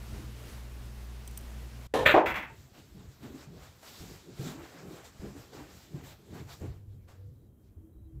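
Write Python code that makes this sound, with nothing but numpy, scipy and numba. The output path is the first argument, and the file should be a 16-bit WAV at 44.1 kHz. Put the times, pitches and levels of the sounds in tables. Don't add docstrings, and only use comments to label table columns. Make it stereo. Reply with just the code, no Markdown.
import sys
import numpy as np
from scipy import signal
from scipy.fft import rfft, irfft, next_fast_len
from scipy.io import wavfile
from numba import njit

SR = 44100
rng = np.random.default_rng(int(sys.argv[2]) if len(sys.argv) > 2 else 0)


def dump(signal):
    limited = np.clip(np.atleast_2d(signal).T, -1, 1)
    pcm = np.round(limited * 32767).astype(np.int16)
    wavfile.write(sys.argv[1], SR, pcm)


N = 361619

# pitch_hz, level_db before a shared trim
HUM_LINES = [(59.9, -45), (119.8, -52.5), (212, -62)]
HUM_LEAD_RAD = [.1, 0.53, .4]
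# time_s, air_db, hum_change_db
ROOM_TONE = [(0, -49, -5), (.15, -47.5, 0.5), (.35, -50, -1.5), (.5, -47, -4), (.65, -50, -1.5),
             (1.868, -50.5, -2.5), (1.876, -74, -21), (1.94, -72, -14), (2.0, -86, -40.5),
             (8.2, -75, -41.5)]
# freq_hz, relative_db
AIR_COLOUR = [(15, -45), (25, -12), (64, -7), (91, -20), (107, -13.5), (129, -9), (152, -22), (215, -15),
              (267, -20), (297, -19.5), (666, -26), (2560, -31.5), (15500, -41)]
# freq_hz, likeness (0 to 1)
AIR_LIKENESS = [(60, 1), (200, 0.81), (1000, 0.85), (5000, 0.66), (15000, .4)]

# full_level_s, rise_s, held_s, boards_db, board_pitch_hz, joists_db
FLOOR_LOADS = [(0.2, 0.033, 0.061, -47.5, 320, -73), (2.5, 0.037, 0.041, -57, 155, -58),
               (2.64, .03, .01, -65, 152, -58), (2.78, 0.032, .01, -55.5, 248, -69.5),
               (2.95, 0.032, 0.1, -53, 179.5, -53), (3.249, 0.031, 0.011, -43.5, 222, -52),
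               (3.35, .04, 0.0082, -44, 306, -66), (3.49, .04, 0.1, -52.5, 172, -55),
               (3.929, 0.099, 0.0083, -59, 252, -59), (4.01, 0.026, 0.1, -49, 173, -50),
               (4.29, 0.033, .01, -50.5, 196, -53), (4.4, 0.018, 0.11, -39.5, 163, -63),
               (4.54, 0.043, 0.067, -44.5, 340, -62), (4.849, 0.11, 0.086, -48, 165, -53.5),
               (5.248, 0.035, 0.0044, -37.5, 194, -46), (5.36, .04, .01, -44.5, 288, -56),
               (5.56, 0.038, 0.04, -44, 299, -52), (5.72, .05, 0.012, -56, 178, -53),
               (5.95, 0.034, 0.024, -42, 151, -55.5), (6.1, .05, 0.021, -63.5, 180, -55.5),
               (6.33, 0.072, 0.091, -47.5, 199, -48), (6.63, 0.022, 0.014, -37, 162, -44),
               (6.93, .02, .02, -59, 142, -51.5), (7.24, .04, .1, -64, 146, -49.5),
               (7.48, 0.065, 0.012, -58.5, 171.2, -54.5), (7.62, .05, 0.045, -69.5, 140, -57),
               (7.78, 0.046, .01, -61, 138, -54.5), (7.94, 0.066, .01, -65, 170, -56),
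               (8.13, .04, 0.069, -62.5, 188, -49)]
# time_s, level_db
FLOOR_SHAKE = [(1.94, -66), (2.01, -44), (2.22, -54.5), (2.32, -44), (2.45, -57.5), (5.0, -61), (8.2, -64)]
# freq_hz, relative_db
BOARDS_COLOUR = [(65, -37), (110, -15), (146, 0.5), (198, -13.5), (270, -5.5), (337, -6), (405, -5.5),
                 (503, -16.5), (800, -24), (1040, -43), (1760, -120)]
# freq_hz, relative_db
JOISTS_COLOUR = [(15, -57.5), (25, -29.5), (39, -16), (49, -5), (86, 0), (114, -4.5), (140, -4), (180, -32),
                 (310, -120)]
BOARDS_FADE_DB_PER_S, JOISTS_FADE_DB_PER_S, JOISTS_LAG_S = 185, 62, 0.019
BOARD_WIDTH_HZ, BOARD_RING_DB = 46, -4
# freq_hz, likeness (0 to 1)
WALK_LIKENESS = [(30, .6), (80, 0), (500, 0.01), (10000, 0)]
# start_s, level_db, thud_pitch_hz, push_t60_s
FOOTFALLS = [(0.129, -34.5, 72, 0.4), (0.209, -40, 72, 0.39), (0.492, -40, 72.7, 0.28),
             (2.948, -43.5, 191, 0.41), (3.233, -39, 231.4, 0.22), (3.344, -39.5, 265.5, 0.35),
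             (3.47, -41.5, 141, 0.34), (3.829, -48.5, 652, 0.2), (4.001, -42, 73, 0.33),
             (4.394, -28.5, 137.6, 0.52), (4.468, -34.5, 246, 0.38), (4.743, -46, 282, 0.34),
             (4.975, -51, 800, 0.2), (5.195, -37, 73.7, 0.26), (5.231, -38, 132, 0.34),
             (5.537, -47, 378, 0.33), (5.763, -52, 82, 0.28), (5.942, -31.5, 145.4, 0.43),
             (6.298, -44, 118, 0.27), (6.611, -36.5, 97, 0.32), (6.877, -40, 91, 0.24),
             (7.096, -46, 91.5, 0.35), (7.767, -41.5, 80.7, 0.4), (8.011, -46, 96, 0.35)]

# start_s, level_db
METAL_TICKS = [(1.2755, -41), (1.311, -56), (1.374, -37.5), (1.389, -57), (1.409, -56)]
# pitch_hz, relative_db, t60_s
METAL_MODES = [(3250, -15, .012), (6000, 0.5, 0.0053), (7300, -18, .01), (8300, -2, .02), (9290, 1, 0.019),
               (10550, -4, .01), (11600, -14, .01), (13300, -5, .012), (14350, 1, 0.022),
               (14800, -12, .012)]

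# start_s, start_level_db, rise_s, held_s, lift_while_held_db_per_s,
# lead_s (how early older knocks start to sink), sink_db (how far they sink)
CUE_HITS = [(1.938, -20.5, 0.0014, .04, 59.5, .066, 20), (1.986, -27.5, .003, .055, 80, .006, 2.5)]
BALL_HITS = [(2.052, -12.5, .011, 0.046, 39.92, .006, 8), (2.108, -21, 0.0044, .012, 30, 0.0046, 2)]
POCKET_HITS = [(2.137, -10.5, 0.0058, .02, 59.74, .02, 4), (2.163, -15.5, .003, 0.023, 40, 0.0046, 2)]
NESTED_HITS = [(2.256, -25, .004, 0.057, 60, 0.0033, 0.93), (2.34, -32.5, 0.0019, 0.013, 60, .012, 3.8),
               (2.356, -30.5, 0.0021, 0.031, 60, .003, 1), (2.421, -39, 0.0033, 0.026, 60, .006, 0.82)]
# freq_hz, relative_db
CUE_COLOUR = [(24, -44.5), (40, -17.5), (146, -15.5), (484, -2), (653, -7.5), (740, -5), (881, -8),
              (1020, -7.5), (1450, -19.5), (1770, -11.5), (1960, -21), (3930, -22), (4460, -29.5),
              (11800, -38), (15500, -45.5)]
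# freq_hz, relative_db
BALL_COLOUR = [(24, -46.5), (40, -14), (325, -14), (577, -4), (740, -19.5), (949, -10.5), (1280, -7.5),
               (1380, -5.5), (2390, -5), (3930, -15), (5300, -39.5), (7160, -32.5), (11200, -46.5),
               (12400, -33), (15500, -31)]
# freq_hz, relative_db
POCKET_COLOUR = [(24, -62), (40, -30), (82, -19), (235, -20.5), (317, -5.5), (548, -6), (606, -4),
                 (797, -9), (1020, -3), (1130, -12.5), (2390, -23.5), (4920, -44), (7340, -50.5),
                 (9650, -62.5), (15500, -66)]
# freq_hz, relative_db
NESTED_COLOUR = [(24, -31), (40, -15.5), (64, 2), (132, -24), (192, -5), (301, -11), (387, -24),
                 (461, -13.5), (686, -9), (973, -6), (2220, -1.5), (4460, -26), (7710, -32), (8960, -39),
                 (15500, -29)]
# pitch_hz, width_hz, relative_db
CUE_RING = [(468, 190, -2.5), (738, 25, -5), (940, 66, -8.5), (1770, 34, -13.5), (2730, 31, -24),
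            (3260, 59, -19.5), (3908, 49, -20), (4670, 82, -28.5)]
# pitch_hz, width_hz, relative_db
BALL_RING = [(615, 48, 2.5), (1260, 52, -4.5), (1465, 60, -0.5), (1730, 170, -2), (2335, 38, 1.5),
             (2530, 20, -0.5), (2730, 20, -8.5), (3530, 110, -9)]
# pitch_hz, width_hz, relative_db
POCKET_RING = [(328, 35, -4.5), (791, 180, 2), (1210, 34, -10.5), (1850, 62, -14.5), (2080, 19, -20)]
# pitch_hz, width_hz, relative_db
NESTED_RING = [(355, 59, 5), (830, 220, -10), (1910, 14, 1.5), (2040, 9.1, 4), (2285, 43, -28),
               (2420, 20, -2), (2640, 27, 3.5), (3360, 57, 2)]
# freq_hz, t60_s
ROOM_T60 = [(150, 0.61), (400, 0.61), (1000, 0.45), (2500, .38), (5000, 0.29), (12000, 0.3)]
# freq_hz, likeness (-1 to 1)
KNOCK_LIKENESS = [(60, 0.25), (200, -0.3), (400, -0.066), (2000, .05), (10000, 0.53)]
ECHOES_PER_S, RING_DB, FADE_DB_PER_S = 14000, -4, 58
# start_s, level_db, upper_ring_hz, t60_s, left_over_right_db
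CRACKS = [(2.0623, -5, 1790, 0.039, -2), (2.068, -11.5, 3360, 0.019, 1), (2.1418, -7, 802, 0.1, -1),
          (2.165, -7.5, 820, 0.032, 6), (2.357, -24, 2330, .03, 0), (2.5, -40, 900, 0.14, -2)]

# full_level_s, rise_s, held_s, fade_db_per_s, soles_db, cloth_db
SCUFFS = [(2.75, 0.018, 0.038, 251, -56.5, -57), (3.0, 0.087, 0.074, 60, -67, -64),
          (3.231, 0.014, 0.031, 202, -53, -60), (3.41, 0.22, 0.025, 200, -56, -56.5),
          (3.63, 0.087, 0.037, 151, -56, -55.5), (3.831, 0.0073, 0.022, 150, -53, -59.5),
          (3.88, 0.058, 0.099, 100, -64, -54.5), (4.01, 0.034, 0.15, 200, -55.5, -53.5),
          (4.4, 0.062, 0.054, 150, -53, -51.5), (4.479, 0.036, 0.036, 200, -45.5, -48.5),
          (4.6, 0.048, 0.052, 120, -49, -55), (4.79, 0.11, 0.0092, 116, -54, -55.5),
          (4.97, 0.12, 0.028, 198, -52, -55), (5.049, .02, 0.014, 250, -56, -51),
          (5.22, 0.059, 0.069, 116, -53, -57), (5.37, 0.034, .04, 122, -56.5, -57),
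          (5.534, 0.016, .07, 147, -51, -54.5), (5.7, 0.14, 0.052, 68, -63, -61.5),
          (5.96, 0.032, 0.054, 150, -56.5, -61.5), (6.044, .02, 0.08, 299, -54.5, -54.5),
          (6.349, 0.031, 0.055, 300, -52, -55), (6.494, 0.027, .045, 305, -53, -53.5),
          (6.618, 0.014, 0.041, 130.5, -53.5, -62.5), (7.086, 0.0084, 0.03, 160.5, -58.5, -62),
          (7.65, .04, 0.025, 100, -82, -78)]
# time_s, soles_db, cloth_db
RUSTLE = [(2.5, -69, -62), (3.2, -69.5, -67), (4.3, -64, -60), (5.8, -64.5, -64.5), (6.25, -68, -65.5),
          (6.6, -66, -63.5), (6.85, -87.5, -75), (7.3, -91, -81), (7.9, -95, -93), (8.2, -85, -85)]
# freq_hz, relative_db
SOLES_COLOUR = [(260, -20), (450, -3), (806, -4.5), (927, -6.5), (1140, -7), (1230, -8), (1520, -8),
                (3200, -18), (4160, -43), (7040, -120)]
# freq_hz, relative_db
CLOTH_COLOUR = [(1650, -4), (2800, -4.5), (3810, -1.5), (6380, -5), (7520, -3), (8080, -6), (9320, -14.5),
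                (12300, -9.5), (15500, -11.5)]
# freq_hz, relative_db
HUSH_COLOUR = [(88, -23), (150, -15), (179, 3.5), (366, -3.5), (827, -22.5), (966, -23), (1320, -26.5),
               (2500, -37), (3980, -39.5), (4560, -47), (5870, -38.5), (12300, -30), (15500, -30)]
HUSH_DB = -62
# start_s, end_s, pitch_hz, width_hz, level_db
TONES = [(6.62, 7.32, 98, 3, -47), (6.746, 7.45, 487, 5.6, -71.5), (7.785, 8.2, 323, 4.1, -58),
         (7.944, 8.197, 65.7, 7.2, -47.5), (6.75, 8.2, 3190, 12, -93), (7.33, 7.5, 3900, 30, -88),
         (7.9, 8.1, 3900, 24, -86), (6.98, 7.08, 2250, 150, -80), (2.74, 2.83, 2740, 110, -62)]

RISE_DB = 12
BAND_CENTRES_HZ = 28 * 2 ** np.arange(0, 9.6, .5)
MIC_DIP_HZ, MIC_DIP_WIDTH_HZ, MIC_DIP_DB = 9200, 500, -4.5
PEAK_CEILING, CUTOFF_HZ = 1.3, 16100


def from_db(db):
    return 10 ** (np.asarray(db) / 20)


def rms_one(x):
    return x / np.sqrt(np.mean(x ** 2) + 1e-20)


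def in_time(rows):
    s, *columns = np.transpose(rows)
    return [np.interp(np.arange(N) / SR, s, column) for column in columns]


def at_hz(points, hz):
    table_hz, values = np.array(points)[:, :2].T
    return np.interp(np.log(hz + 1e-9), np.log(table_hz), values)


def drift(rate):
    knots = rng.standard_normal(int(N / SR * 40) + 2)
    return np.interp(np.arange(N) / SR * min(rate, 39), np.arange(len(knots)), knots)


def ring(push, hz, t60):
    radius = from_db(-60 / (t60 * SR))
    turn = 2 * np.pi * hz / SR
    return signal.lfilter([0, np.sin(turn)], [1, -2 * radius * np.cos(turn), radius ** 2], push + 1e-18)


def bands(white, spectrum, likeness):
    length = white.shape[1]
    size = next_fast_len(length)
    hz = np.arange(size // 2 + 1) * SR / size
    mid, side = rfft(white, size) * from_db(spectrum(hz))
    alike = np.clip(at_hz(likeness, hz), -1, 1)
    pair = np.sqrt(1 + alike) * mid + np.sqrt(1 - alike) * side * [[1], [-1]]
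    pair = pair / np.sqrt(np.mean(irfft(pair, size) ** 2))
    for centre in BAND_CENTRES_HZ:
        share = np.clip(1 - np.abs(2 * np.log2(hz / centre + 1e-9)), 0, 1)
        band = pair * share
        if np.max(np.abs(band)) > 1e-4 * np.max(np.abs(pair)):
            yield centre, irfft(band, size)[:, :length]


def airy(spectrum, likeness, patchy_db, size=N):
    together = drift(13)
    white = rng.standard_normal((2, size))
    out = np.zeros((2, size))
    for _, band in bands(white, lambda hz: at_hz(spectrum, hz), likeness):
        flicker_db = patchy_db * (together + drift(25))[:size]
        out += from_db(flicker_db) * band
    return np.pad(out, ((0, 0), (0, N - size)))


def swells(s, rise, held, db, fade_db_per_s):
    t = np.arange(0, N / SR, .001)[:, None] - s
    rise_loss_db = RISE_DB * np.maximum(-t, 0) / np.maximum(rise, .003)
    fade_loss_db = fade_db_per_s * np.maximum(t - held, 0)
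    return from_db(db - np.minimum(rise_loss_db + fade_loss_db, 120)).T ** 2


def per_sample(slow):
    return np.interp(np.arange(N) / SR, np.arange(len(slow)) / 1000, slow)


def swell_gain(power):
    return per_sample(np.sqrt(power.sum(axis=0)))


def hum(change_db):
    t = np.arange(N) / SR
    out = np.zeros((2, N))
    for (hz, db), lead in zip(HUM_LINES, HUM_LEAD_RAD):
        level_db = db + 5.5 + 1.5 * drift(4.3)
        out += from_db(level_db) * np.sin(2 * np.pi * hz * t + np.array([[lead], [0]]))
    return out * from_db(change_db)


def room_tone():
    air_db, hum_db = in_time(ROOM_TONE)
    air = airy(AIR_COLOUR, AIR_LIKENESS, patchy_db=1.0, size=2 * SR)
    return from_db(air_db) * air + hum(hum_db)


@njit
def gliding(x, turn, r):
    y = np.zeros_like(x)
    for i in range(2, len(x)):
        y[i] = x[i] - x[i - 2] + 2 * r * np.cos(turn[i]) * y[i - 1] - r * r * y[i - 2]
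    return y


def boards(hz):
    turn = 2 * np.pi * hz / SR
    radius = np.exp(-np.pi * BOARD_WIDTH_HZ / SR)
    noise = rng.standard_normal((2, N))
    ringing = np.array([gliding(gliding(x, turn, radius), turn, radius) for x in noise])
    grumble = airy(BOARDS_COLOUR, WALK_LIKENESS, patchy_db=3.3)
    return from_db(BOARD_RING_DB) * rms_one(ringing) + from_db(-3) * grumble


def floor():
    s, rise, held, boards_db, hz, joists_db = np.transpose(FLOOR_LOADS)
    board_power = swells(s, rise, held, boards_db, BOARDS_FADE_DB_PER_S)
    board_hz = per_sample((board_power * hz[:, None]).sum(axis=0) / board_power.sum(axis=0))
    joist_gain = swell_gain(swells(s + JOISTS_LAG_S, rise, held, joists_db, JOISTS_FADE_DB_PER_S))
    shake_db, = in_time(FLOOR_SHAKE)
    rumble_gain = np.hypot(joist_gain, from_db(shake_db))
    rumble = rumble_gain * airy(JOISTS_COLOUR, WALK_LIKENESS, patchy_db=3.2)
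    return rumble + swell_gain(board_power) * boards(board_hz)


def footfalls():
    size = SR // 2
    t = np.arange(size) / SR
    out = np.zeros((2, N + SR))
    for s, db, hz, t60 in FOOTFALLS:
        push = rng.standard_normal((2, size)) * from_db(-60 * t / t60)
        push[:, 0] = [120.0, 50.0]
        thud = ring(ring(push, hz, 0.15), hz * 1.28, 0.021)
        thud = thud / np.abs(thud).max(axis=1, keepdims=True)
        start = round(s * SR)
        out[:, start:start + size] += from_db(db - 1.0) * thud
    return out[:, :N]


def ticks():
    t = np.arange(SR // 10) / SR
    contact_shape = np.minimum(t / 0.00063, 1) * from_db(-60 * t / 0.011)
    out = np.zeros((2, N))
    for s, db in METAL_TICKS:
        start = round(s * SR)
        for hz, mode_db, t60 in METAL_MODES:
            contact = rng.standard_normal((3, len(t))) * contact_shape
            struck = ring(contact[0] + 0.096 * contact[1:], hz, t60)
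            level_db = db + mode_db - 10.5 + rng.normal(0, 0.75)
            out[:, start:start + len(t)] += from_db(level_db) * struck
    return out


def knocks(hits, spectrum, modes):
    size = SR // 2
    t = np.arange(size) / SR
    out = np.zeros((2, N))
    every_hit = CUE_HITS + BALL_HITS + POCKET_HITS + NESTED_HITS

    def colour(hz):
        ringing = sum(from_db(db + RING_DB) / (1 + (2 * (hz - at) / width) ** 2) for at, width, db in modes)
        return at_hz(spectrum, hz) + 20 * np.log10(1 + 2 * ringing)

    for s, db, rise, held, lift_db_per_s, _, _ in hits:
        strength_db = 0.88 * np.minimum(rng.exponential(1, (2, size)), 3)
        echoes = rng.standard_normal((2, size)) * from_db(strength_db)
        echoes = echoes * (rng.random((2, size)) < ECHOES_PER_S / SR)
        level_db = db + lift_db_per_s * np.minimum(t, held) - FADE_DB_PER_S * np.maximum(t - held, 0)
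        for later, *_, lead, sink_db in every_hit:
            if later > s:
                level_db = level_db - sink_db * np.clip((t + s - later + lead) / 0.045, 0, 1)
        wash = np.zeros((2, size))
        for hz, band in bands(echoes, colour, KNOCK_LIKENESS):
            wash += band * from_db(-60 * t / at_hz(ROOM_T60, hz))
        onset = np.minimum(t / rise, 1) ** 2
        start = round(s * SR)
        out[:, start:start + size] += wash * from_db(level_db) * onset
    return out


def pool_shot():
    shot = knocks(CUE_HITS, CUE_COLOUR, CUE_RING)
    shot = shot + knocks(BALL_HITS, BALL_COLOUR, BALL_RING)
    shot = shot + knocks(POCKET_HITS, POCKET_COLOUR, POCKET_RING)
    return shot + knocks(NESTED_HITS, NESTED_COLOUR, NESTED_RING)


def cracks():
    click = np.eye(1, SR // 4)[0]
    out = np.zeros((2, N))
    for s, db, hz, t60, pan_db in CRACKS:
        soft = signal.lfilter(*signal.butter(2, hz * 1.9, fs=SR), click)
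        upper, lower = ring(soft, hz, t60), ring(soft, hz * 0.6, t60)
        pair = np.array([upper + 1.1 * lower, .8 * upper - 1.1 * lower])
        pair = pair * from_db([[pan_db / 2], [-pan_db / 2]])
        start = round(s * SR)
        out[:, start:start + len(click)] += from_db(db - 5) * pair
    return out


def hush(after_shot):
    return after_shot * from_db(HUSH_DB) * airy(HUSH_COLOUR, WALK_LIKENESS, patchy_db=0.55)


def scuffing(after_shot):
    s, rise, held, fade, soles_db, cloth_db = np.transpose(SCUFFS)
    rest_soles_db, rest_cloth_db = in_time(RUSTLE)
    soles_gain = swell_gain(swells(s, rise, held, soles_db, fade))
    cloth_gain = swell_gain(swells(s, rise, held, cloth_db, fade))
    soles_gain = np.hypot(soles_gain, after_shot * from_db(rest_soles_db))
    cloth_gain = np.hypot(cloth_gain, after_shot * from_db(rest_cloth_db))
    soles = soles_gain * airy(SOLES_COLOUR, WALK_LIKENESS, patchy_db=1.35)
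    return soles + cloth_gain * airy(CLOTH_COLOUR, WALK_LIKENESS, patchy_db=2.0)


def tones():
    out = np.zeros((2, N))
    for start, end, hz, width, db in TONES:
        at = np.arange(round(start * SR), min(round(end * SR), N))
        fade = np.clip(np.minimum(at / SR - start, end - at / SR) / 0.034, 0, 1)
        t60 = np.log(1000) / (np.pi * width)
        narrow = ring(rng.standard_normal((2, 2 * SR)), hz, t60)
        out[:, at] += from_db(db) * fade * rms_one(narrow[:, -len(at):])
    return out


def scene():
    t = np.arange(N) / SR
    after_shot = np.clip((t - 2.45) / 0.054, 0, 1)
    before = room_tone() + floor() + footfalls() + ticks()
    shot = pool_shot() + cracks()
    return before + shot + hush(after_shot) + scuffing(after_shot) + tones()


def record(dry):
    b, a = signal.iirpeak(MIC_DIP_HZ, MIC_DIP_HZ / MIC_DIP_WIDTH_HZ, fs=SR)
    coloured = dry - (1 - from_db(MIC_DIP_DB)) * signal.lfilter(b, a, dry)
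    rounded = PEAK_CEILING * np.tanh(coloured / PEAK_CEILING)
    top_cut = signal.cheby2(16, 60, CUTOFF_HZ, fs=SR, output="sos")
    return signal.sosfilt(top_cut, rounded)


dry = scene()
out = record(dry)
dump(out)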